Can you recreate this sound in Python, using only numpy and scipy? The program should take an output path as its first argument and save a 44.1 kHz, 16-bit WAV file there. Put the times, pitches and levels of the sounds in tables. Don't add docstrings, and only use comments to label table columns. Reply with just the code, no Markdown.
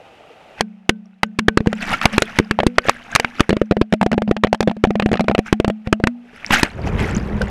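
import sys
import numpy as np
from scipy.fft import rfft, irfft, next_fast_len
from scipy.io import wavfile
from scipy.ndimage import map_coordinates

SR = 44100
rng = np.random.default_rng(int(sys.argv[2]) if len(sys.argv) > 2 else 0)


def generate_wav(sig):
    pcm = np.round(np.clip(np.atleast_2d(sig).T, -1, 1) * 32767).astype(np.int16)
    wavfile.write(sys.argv[1], SR, pcm)


N = 330750

# start_s [s], thud_hz [Hz], thud_db [dB], clack_db [dB], crack_db [dB], hum_db of the mount [dB]
BLOWS = [(0.608, 777, -0.5, -7, -8, -16), (0.893, 332, 3.5, 1, -4, -15.5),
         (1.232, 278, -7.5, 0, -11.5, -16.5), (1.388, 269, -5, -12.5, -17.5, -14),
         (1.391, 278, -21, -7, -13.5, -11.5), (1.483, 389, 11.5, 5.5, -16, -15),
         (1.573, 328, 6.5, -1, -12.5, -21), (1.605, 206, -2.5, -26, -51, -20),
         (1.661, 800, -12, -29, -45, -17), (1.671, 231, 4, -12.5, -24, -12.5),
         (1.729, 560, -7, -13.5, -26, -13.5), (2.014, 835, -24, -9, -22, -22),
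         (2.055, 222, 8.5, 9, -7.5, -21), (2.18, 324, 6.5, 3, -7.5, -27), (2.221, 546, 0.5, -6, -7, -23),
         (2.387, 275, 1.5, 1, -8.5, -23), (2.399, 307, 5, -16, -31, -17), (2.51, 278, -1.5, -3.5, -15, -17),
         (2.589, 796, 2, -13.5, -45, -26), (2.602, 580, -1.5, -9, -29, -16),
         (2.633, 640, -1.5, -20, -36, -18.5), (2.666, 307, 12, -6.5, -6, -17),
         (2.783, 655, 10.5, 7, -16.5, -28), (2.885, 515, -2, -6, -44, -44),
         (2.894, 624, -0.5, 4, -6, -27.5), (3.151, 136, -5.5, -4.5, -3, -37),
         (3.159, 560, -9, 3.5, -1.5, -45), (3.198, 644, -5, -5.5, -10.5, -29),
         (3.246, 243, -13, -4, -32, -25.5), (3.396, 320, -17.5, -7.5, -26, -27),
         (3.405, 295, 11.5, 1.5, -4, -32), (3.493, 384, 1, -8.5, -17, -8),
         (3.505, 383, -0.5, -11.5, -27, -9), (3.529, 382, 1.5, -18, -32.5, -14),
         (3.567, 330, -4.5, -18, -31, -26), (3.616, 420, 5.5, -16.5, -30.5, -16),
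         (3.711, 350, 5, -10.5, -27, -6), (3.721, 490, -2.5, -21.5, -40, -23),
         (3.768, 488, -1.5, -21, -49, -10), (3.814, 348, 10.5, -10, -24, -20),
         (3.925, 544, -4, -10, -21, -0.5), (3.937, 480, 0.5, -13, -22, -14.5),
         (4.013, 830, -2, -11.5, -25, -3), (4.029, 770, -1, -16.5, -23, -15),
         (4.063, 400, 2, -18, -25, -17.5), (4.116, 720, -7.5, -13, -25, -5.5),
         (4.129, 490, -6.5, -14, -29, -6), (4.141, 730, -11, -28, -50, -11.5),
         (4.179, 400, 1, -16.5, -35, -14), (4.22, 560, -3.5, -17, -31, -10.5),
         (4.277, 554, -14, -26.5, -54, -5.5), (4.291, 660, -16, -43, -49, -13.5),
         (4.312, 398, 7.5, -14.5, -25.5, -19), (4.366, 594, -8.5, -17, -34, -15),
         (4.436, 480, -1, -1, -19, -7), (4.446, 450, 4.5, -12.5, -41, -22),
         (4.47, 556, -13.5, -19, -40, -17), (4.529, 710, 8, -13, -14.5, -11.5),
         (4.546, 830, -10.5, -16.5, -25.5, -26), (4.606, 484, 3, -10, -13.5, -12),
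         (4.628, 640, -9, -18.5, -25, -11), (4.675, 477, 2.5, -16, -32, -3.5),
         (4.681, 490, -5.5, -20, -42, -27), (4.696, 704, -16, -23, -45, -9.5),
         (4.713, 830, -11.5, -26, -38, -21.5), (4.767, 470, -17.5, -38, -47, -19),
         (4.839, 398, 14, -4, -27, -18), (4.85, 676, -2.5, -20, -29, -25),
         (4.871, 210, -11, -31.5, -50, -7), (4.906, 410, -2, -18, -32.5, -12.5),
         (4.955, 545, -4.5, -19.5, -35.5, -8.5), (4.998, 580, -2, -8.5, -24.5, -17),
         (5.023, 480, -7, -13, -31.5, -8), (5.06, 306, 2.5, -13, -27.5, -11),
         (5.089, 700, -16, -27, -46, -14), (5.116, 367, -2.5, -16.5, -29.5, -7),
         (5.13, 410, -0.5, -17, -23, -33), (5.139, 546, -5, -12.5, -43, -14),
         (5.155, 477, -8.5, -18, -35, -18), (5.172, 830, -24, -18, -45, -23),
         (5.195, 700, -4.5, -15, -46, -3.5), (5.207, 560, -3, -14, -23.5, -9.5),
         (5.242, 430, -16, -34, -45, -18.5), (5.283, 595, 0.5, -6, -24.5, -11),
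         (5.297, 352, -1.5, -20, -48, -17), (5.313, 600, -3, -17.5, -40.5, -11),
         (5.349, 566, -1.5, -8.5, -25, -29), (5.38, 507, -7, -17, -28, -6),
         (5.39, 400, 5.5, -14.5, -22.5, -19.5), (5.527, 323, 10.5, -1, -11, -11),
         (5.6, 360, 5, -13, -22, -23.5), (5.646, 470, -1, -12.5, -28, -15),
         (5.679, 240, -1, -18.5, -24, -12.5), (5.7, 550, -4.5, -18, -29.5, -13),
         (5.872, 125, -6, -22.5, -38.5, -18), (5.927, 330, 8.5, 0, -11, -12.5),
         (6.001, 460, -9.5, -42, -61.5, -26), (6.038, 259, 4, -5, -23, -15),
         (6.071, 313, -3.5, -5.5, -15, -12), (6.507, 250, -5, -5, -22, -19.5),
         (6.631, 296.5, 6.5, 2.5, -2, -46), (7.417, 448, -27, -20.5, -19.5, -23)]
NOTE_HZ = 215.5


def amp(db):
    return 10 ** (np.asarray(db) / 20)


def unit(x):
    return x / np.sqrt(np.mean(x ** 2) + 1e-20)


def curve(rows):
    return np.interp(np.arange(N) / SR, *np.transpose(rows))


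def wobble(rate):
    points = rng.standard_normal(int(N * rate / SR) + 4)
    return map_coordinates(points, [np.arange(N) * rate / SR])


def filtered(x, response):
    m = next_fast_len(len(x) + 4096)
    hz = np.fft.rfftfreq(m, 1 / SR) + 1
    return irfft(rfft(x, m) * response(hz), m)[:len(x)]


def coloured(x, spectrum):
    f, db = np.transpose(spectrum)
    return unit(filtered(x, lambda hz: amp(np.interp(np.log(hz), np.log(f), db))))


def add(track, start_s, sound):
    part = track[round(start_s * SR):][:len(sound)]
    part += sound[:len(part)]


def bubbles(count, centre_hz, spread, cycles, size_db, activity):
    chance = np.cumsum(activity) / activity.sum()
    start = np.searchsorted(chance, rng.random(count))[:, None]
    hz = np.clip(centre_hz * np.exp(spread * rng.standard_normal((count, 1))), 200, 13000)
    size = amp(size_db * np.minimum(rng.exponential(size=(count, 1)), np.pi))
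    k = np.arange(SR // 64)
    age = hz * k / SR / cycles
    rise = 1 + 0.027 * np.minimum(age, 2)
    tone = size * np.sin(2 * np.pi * cycles * age * rise) * np.exp(-2 * age)
    return unit(np.bincount((start + k).ravel(), tone.ravel(), N + len(k))[:N])


def river():
    # time_s [s], level_db [dB]
    hush = [(0, -45), (.58, -44.5), (.64, -58.5), (1.2, -64), (1.7, -53.5), (3.4, -57.5), (4, -68),
            (6.2, -55.5), (6.7, -49.5), (7.5, -77)]
    # pitch_hz [Hz], relative level_db [dB]
    river_tone = [(24, -48.5), (40, -21), (257, -17), (392, -15), (443, -13.5), (627, -10.5), (784, -8),
                  (1060, -23.5), (1230, -18), (1780, -25), (1960, -21.5), (2170, -24), (2580, -19),
                  (4230, -34.5), (15000, -53.5)]
    gurgle = 0.1 * bubbles(count=2500, centre_hz=970, spread=0.45, cycles=10, size_db=10,
                           activity=np.ones(N))
    level = amp(curve(hush) + 0.7 * wobble(31))
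    return level * coloured(rng.standard_normal(N) + gurgle, river_tone)


def churn():
    # time_s [s], level_db [dB]
    wash = [(0, -66), (1.45, -66), (1.65, -58), (1.85, -39.5), (2.3, -39), (2.5, -49), (2.72, -52),
            (3.0, -43.5), (3.4, -42.5), (3.8, -63.5), (4.45, -66), (5.25, -55), (6.15, -72), (6.33, -45),
            (7.5, -41.5)]
    # crest_s [s], level_db [dB], rise_s [s], fall_s [s]; rise and fall each span 20 dB
    swells = [(0.598, -37, .05, .025), (1.825, -30.5, .04, .12), (1.935, -23, .15, .07),
              (2.032, -28, .03, .07), (2.14, -29, 0.064, .06), (2.371, -34, .09, .06),
              (2.87, -29.5, .05, .11), (3.137, -35.5, .09, 0.055), (3.386, -33, 0.047, .05),
              (5.465, -34, .02, .07), (5.867, -44, .03, .04), (6.458, -40, 0.059, 0.085),
              (6.529, -14, .03, .12), (6.598, -21, .06, .05), (6.872, -31, 0.056, 0.046),
              (7.001, -29.5, 0.066, .25), (7.151, -36, .08, .12), (7.42, -36, .02, .04)]
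    surge_db, surge_rate = 1.5, 45
    t = np.arange(N) / SR
    power = amp(curve(wash)) ** 2
    for crest_s, level_db, rise_s, fall_s in swells:
        distance = np.maximum((crest_s - t) / rise_s, (t - crest_s) / fall_s)
        power += amp(level_db - 20 * distance) ** 2
    return np.sqrt(power) * amp(surge_db * wobble(surge_rate))


def white_water():
    # pitch_hz [Hz], relative level_db [dB]
    foam_tone = [(30, -1), (150, 1), (240, 6), (380, -9.5), (560, -8), (800, -6), (1050, -9.5),
                 (1450, -2.5), (2600, -2.5), (4300, -19.5), (5600, -17.5), (8000, -27.5), (12000, -28),
                 (15000, -54)]
    level = churn()
    fizz = bubbles(count=9000, centre_hz=2250, spread=0.7, cycles=8, size_db=6, activity=level ** 0.2)
    flutter = amp(1.3 * wobble(90))
    foam = coloured(fizz + 1.4 * rng.standard_normal(N), foam_tone) * flutter
    spray = bubbles(count=6000, centre_hz=3500, spread=0.55, cycles=8, size_db=9.5, activity=level)
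    pings = bubbles(count=130, centre_hz=5380, spread=0.35, cycles=19, size_db=4, activity=level ** 0.7)
    return amp(1.5) * level * foam + amp(-19) * level ** 0.88 * spray + amp(-32) * level ** 0.66 * pings


def flex(t, hz, cycles):
    swing = np.sin(2 * np.pi * hz * t) * np.exp(-(hz * t / cycles) ** 1.5)
    creep = t * np.exp(-t / 0.0023)
    return swing - creep * swing.sum() / creep.sum()


def burst(t, centre_hz, octaves, life, tail):
    fade = np.exp(-(t / life) ** 2) + tail * np.exp(-t / 0.0041)
    shape = (1 - np.exp(-t / 0.0012)) * fade
    band = filtered(rng.standard_normal(len(t)),
                    lambda hz: np.exp(-0.5 * (np.log2(hz / centre_hz) / octaves) ** 2))
    return unit(band * shape) * np.sqrt(np.mean(shape ** 2))


def knocks():
    # time_s [s], pitch_hz [Hz]
    hollow_pitch = [(2.6, 450), (3.56, 495), (4.03, 690), (4.9, 682), (6, 625)]
    out, t = np.zeros(N), np.arange(SR // 10) / SR
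    for start_s, thud_hz, thud_db, clack_db, crack_db, _ in BLOWS:
        cycles = 0.82 * (thud_hz / 400) ** 0.57
        thud = amp(thud_db) * flex(t, hz=thud_hz, cycles=cycles)
        shove = amp(thud_db - 31) * flex(t, hz=102, cycles=0.21)
        clack_hz = 1365 * 2 ** (-clack_db / 83)
        clack = amp(clack_db) * burst(t, centre_hz=clack_hz, octaves=0.75, life=0.003, tail=0.21)
        crack = amp(crack_db) * burst(t, centre_hz=3300, octaves=0.88, life=0.0027, tail=0.15)
        scatter = np.exp(0.12 * rng.standard_normal((3, 1)))
        hollow_hz = np.interp(start_s, *np.transpose(hollow_pitch)) * scatter
        swings = np.sin(2 * np.pi * (hollow_hz * t + rng.random((3, 1)))).sum(axis=0)
        hollow_fade = amp(min(thud_db, 0) - 19 - 60 * t / 0.053)
        hollow = hollow_fade * (1 - np.exp(-t / 0.00038)) * swings
        add(out, start_s, shove + thud + clack + crack + hollow)
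        rebound_db = min(max(clack_db, thud_db - 23), -6) - 16
        for delay_s, luck in zip(0.0022 + 0.0035 * rng.random(2), rng.standard_normal(2)):
            rebound_hz = 2400 * np.exp(0.2 * luck)
            rebound = burst(t, centre_hz=rebound_hz, octaves=0.083, life=0.0018, tail=0.47)
            add(out, start_s + delay_s, amp(rebound_db) * rebound)
    return out


def gravel():
    grit_db, fade_60db_s = -26, 0.069
    trail, t = np.zeros(N), np.arange(SR // 4) / SR
    for start_s, _, _, clack_db, _, _ in BLOWS:
        add(trail, start_s, amp(min(clack_db, -14) + grit_db - 60 * t / fade_60db_s))
    return trail * bubbles(count=5000, centre_hz=1720, spread=0.69, cycles=4, size_db=12,
                           activity=np.ones(N))


def mount():
    # pitch_hz [Hz], level_db against hum_db [dB], fade_60db_s [s]
    lower_note = (188, -16, 1)
    # pitch_hz [Hz], level_db against the clack [dB], fade_60db_s [s]
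    panel_modes = [(575, -48, .23), (1520, -40, 0.17), (2890, -54, 0.11)]
    # multiple of the main note, level_db against the blow [dB], fade_60db_s [s]
    overtone_mode = (2.05, -44, 0.27)
    # from_s [s], to_s [s]
    loaded_times = [(2.65, 3.3), (6.055, 6.4)]
    deep_note_hz, loaded_hz = 217, 241
    surface_s = 2.85
    shallow_share = 0.15
    bend, settle_s = 0.019, 0.018
    out, t = np.zeros(N), np.arange(SR * 3 // 4) / SR
    gaps = np.diff([row[0] for row in BLOWS], append=N / SR + 1)
    low_hz, low_db, low_fade_s = lower_note
    multiple, over_db, over_fade_s = overtone_mode
    for (start_s, _, thud_db, clack_db, _, hum_db), gap in zip(BLOWS, gaps):
        u = t[t < gap + 0.005]

        def mode(hz, db, fade_s):
            return amp(db - 60 * u / fade_s) * np.sin(2 * np.pi * hz * u)

        depth, note_hz = (1, deep_note_hz) if start_s < surface_s else (shallow_share, NOTE_HZ)
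        if any(from_s < start_s < to_s for from_s, to_s in loaded_times):
            note_hz = loaded_hz
        panel = sum(mode(hz, db + clack_db, fade_s) for hz, db, fade_s in panel_modes)
        overtone = mode(multiple * note_hz, over_db + max(thud_db, clack_db), over_fade_s)
        lower = mode(low_hz, hum_db + low_db, low_fade_s)
        hum_fade = amp(hum_db - 8.5 - 60 * u / 0.55) + amp(hum_db - 6 - 60 * u / 0.098)
        turns = note_hz * (u - bend * settle_s * (1 - np.exp(-u / settle_s)))
        ring = hum_fade * np.sin(2 * np.pi * turns) + depth * (lower + overtone + panel)
        fade_in = 1 - np.exp(-u / 0.0039)
        fade_out = np.clip((u[-1] - u) / 0.00057, 0, 1)
        add(out, start_s, ring * fade_in * fade_out)
    return out


def short_tones():
    # start_s [s], starting pitch_hz [Hz], level_db [dB], fade_60db_s [s]
    tones = [(1.936, 1357, -6, 0.058), (2.024, 1340, -13, 0.031), (2.853, 507, -13, 0.024),
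             (3.126, 1570, -19, 0.064), (6.446, 2090, 4.5, 0.0037), (6.464, 5200, 4, 0.0022),
             (7.15, 5950, -6.5, 0.0047), (7.166, 6740, -2, 0.0035), (7.415, 1510, -8, 0.024)]
    out, t = np.zeros(N), np.arange(SR // 10) / SR
    for start_s, pitch_hz, level_db, fade_60db_s in tones:
        phase = 2 * np.pi * pitch_hz * t * (1 + 0.036 * t / fade_60db_s)
        onset = 1 - np.exp(-t / 0.0009)
        add(out, start_s, amp(level_db - 60 * t / fade_60db_s) * onset * np.sin(phase))
    return out


def drag():
    # middle_s [s], level_db [dB], half_length_s [s]
    rock_drag = (2.15, -16.5, 0.025)
    middle_s, level_db, half_length_s = rock_drag
    t = np.arange(N) / SR - middle_s
    return amp(level_db) * np.exp(-(t / half_length_s) ** 2) * np.sin(2 * np.pi * NOTE_HZ * t)


def turbulence():
    # pitch_hz [Hz], relative level_db [dB]
    rumble_tone = [(20, -17), (45, 9), (100, 6), (160, 1.5), (210, 6.5), (270, -14), (400, -6),
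                   (600, -13.5), (1000, -16), (2000, -27.5), (6000, -88)]
    plunge_s, plunge_db = 6.894, -19.5
    build_db_per_s, ease_db_per_s = 96, 8.5
    since = np.arange(N) / SR - plunge_s
    level = amp(plunge_db + np.minimum(build_db_per_s * since, -ease_db_per_s * since))
    gurgle = bubbles(count=520, centre_hz=310, spread=0.5, cycles=5, size_db=6, activity=np.ones(N))
    lumps = amp(2.3 * wobble(30))
    buffet = coloured(rng.standard_normal(N), rumble_tone) * lumps
    return level * (buffet + 0.59 * gurgle)


def scene():
    background = river() + white_water() + turbulence()
    blows = knocks() + gravel() + mount()
    return (background + blows + short_tones() + drag())[None]


def record(dry):
    flattened = dry[0] / (1 + np.abs(dry[0]) ** 8) ** (1 / 8)
    dulled = filtered(flattened, lambda hz: 1 / np.sqrt(1 + (hz / 13000) ** 12))
    return filtered(dulled, lambda hz: hz < 16000)[None]


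dry = scene()
out = record(dry)
generate_wav(out)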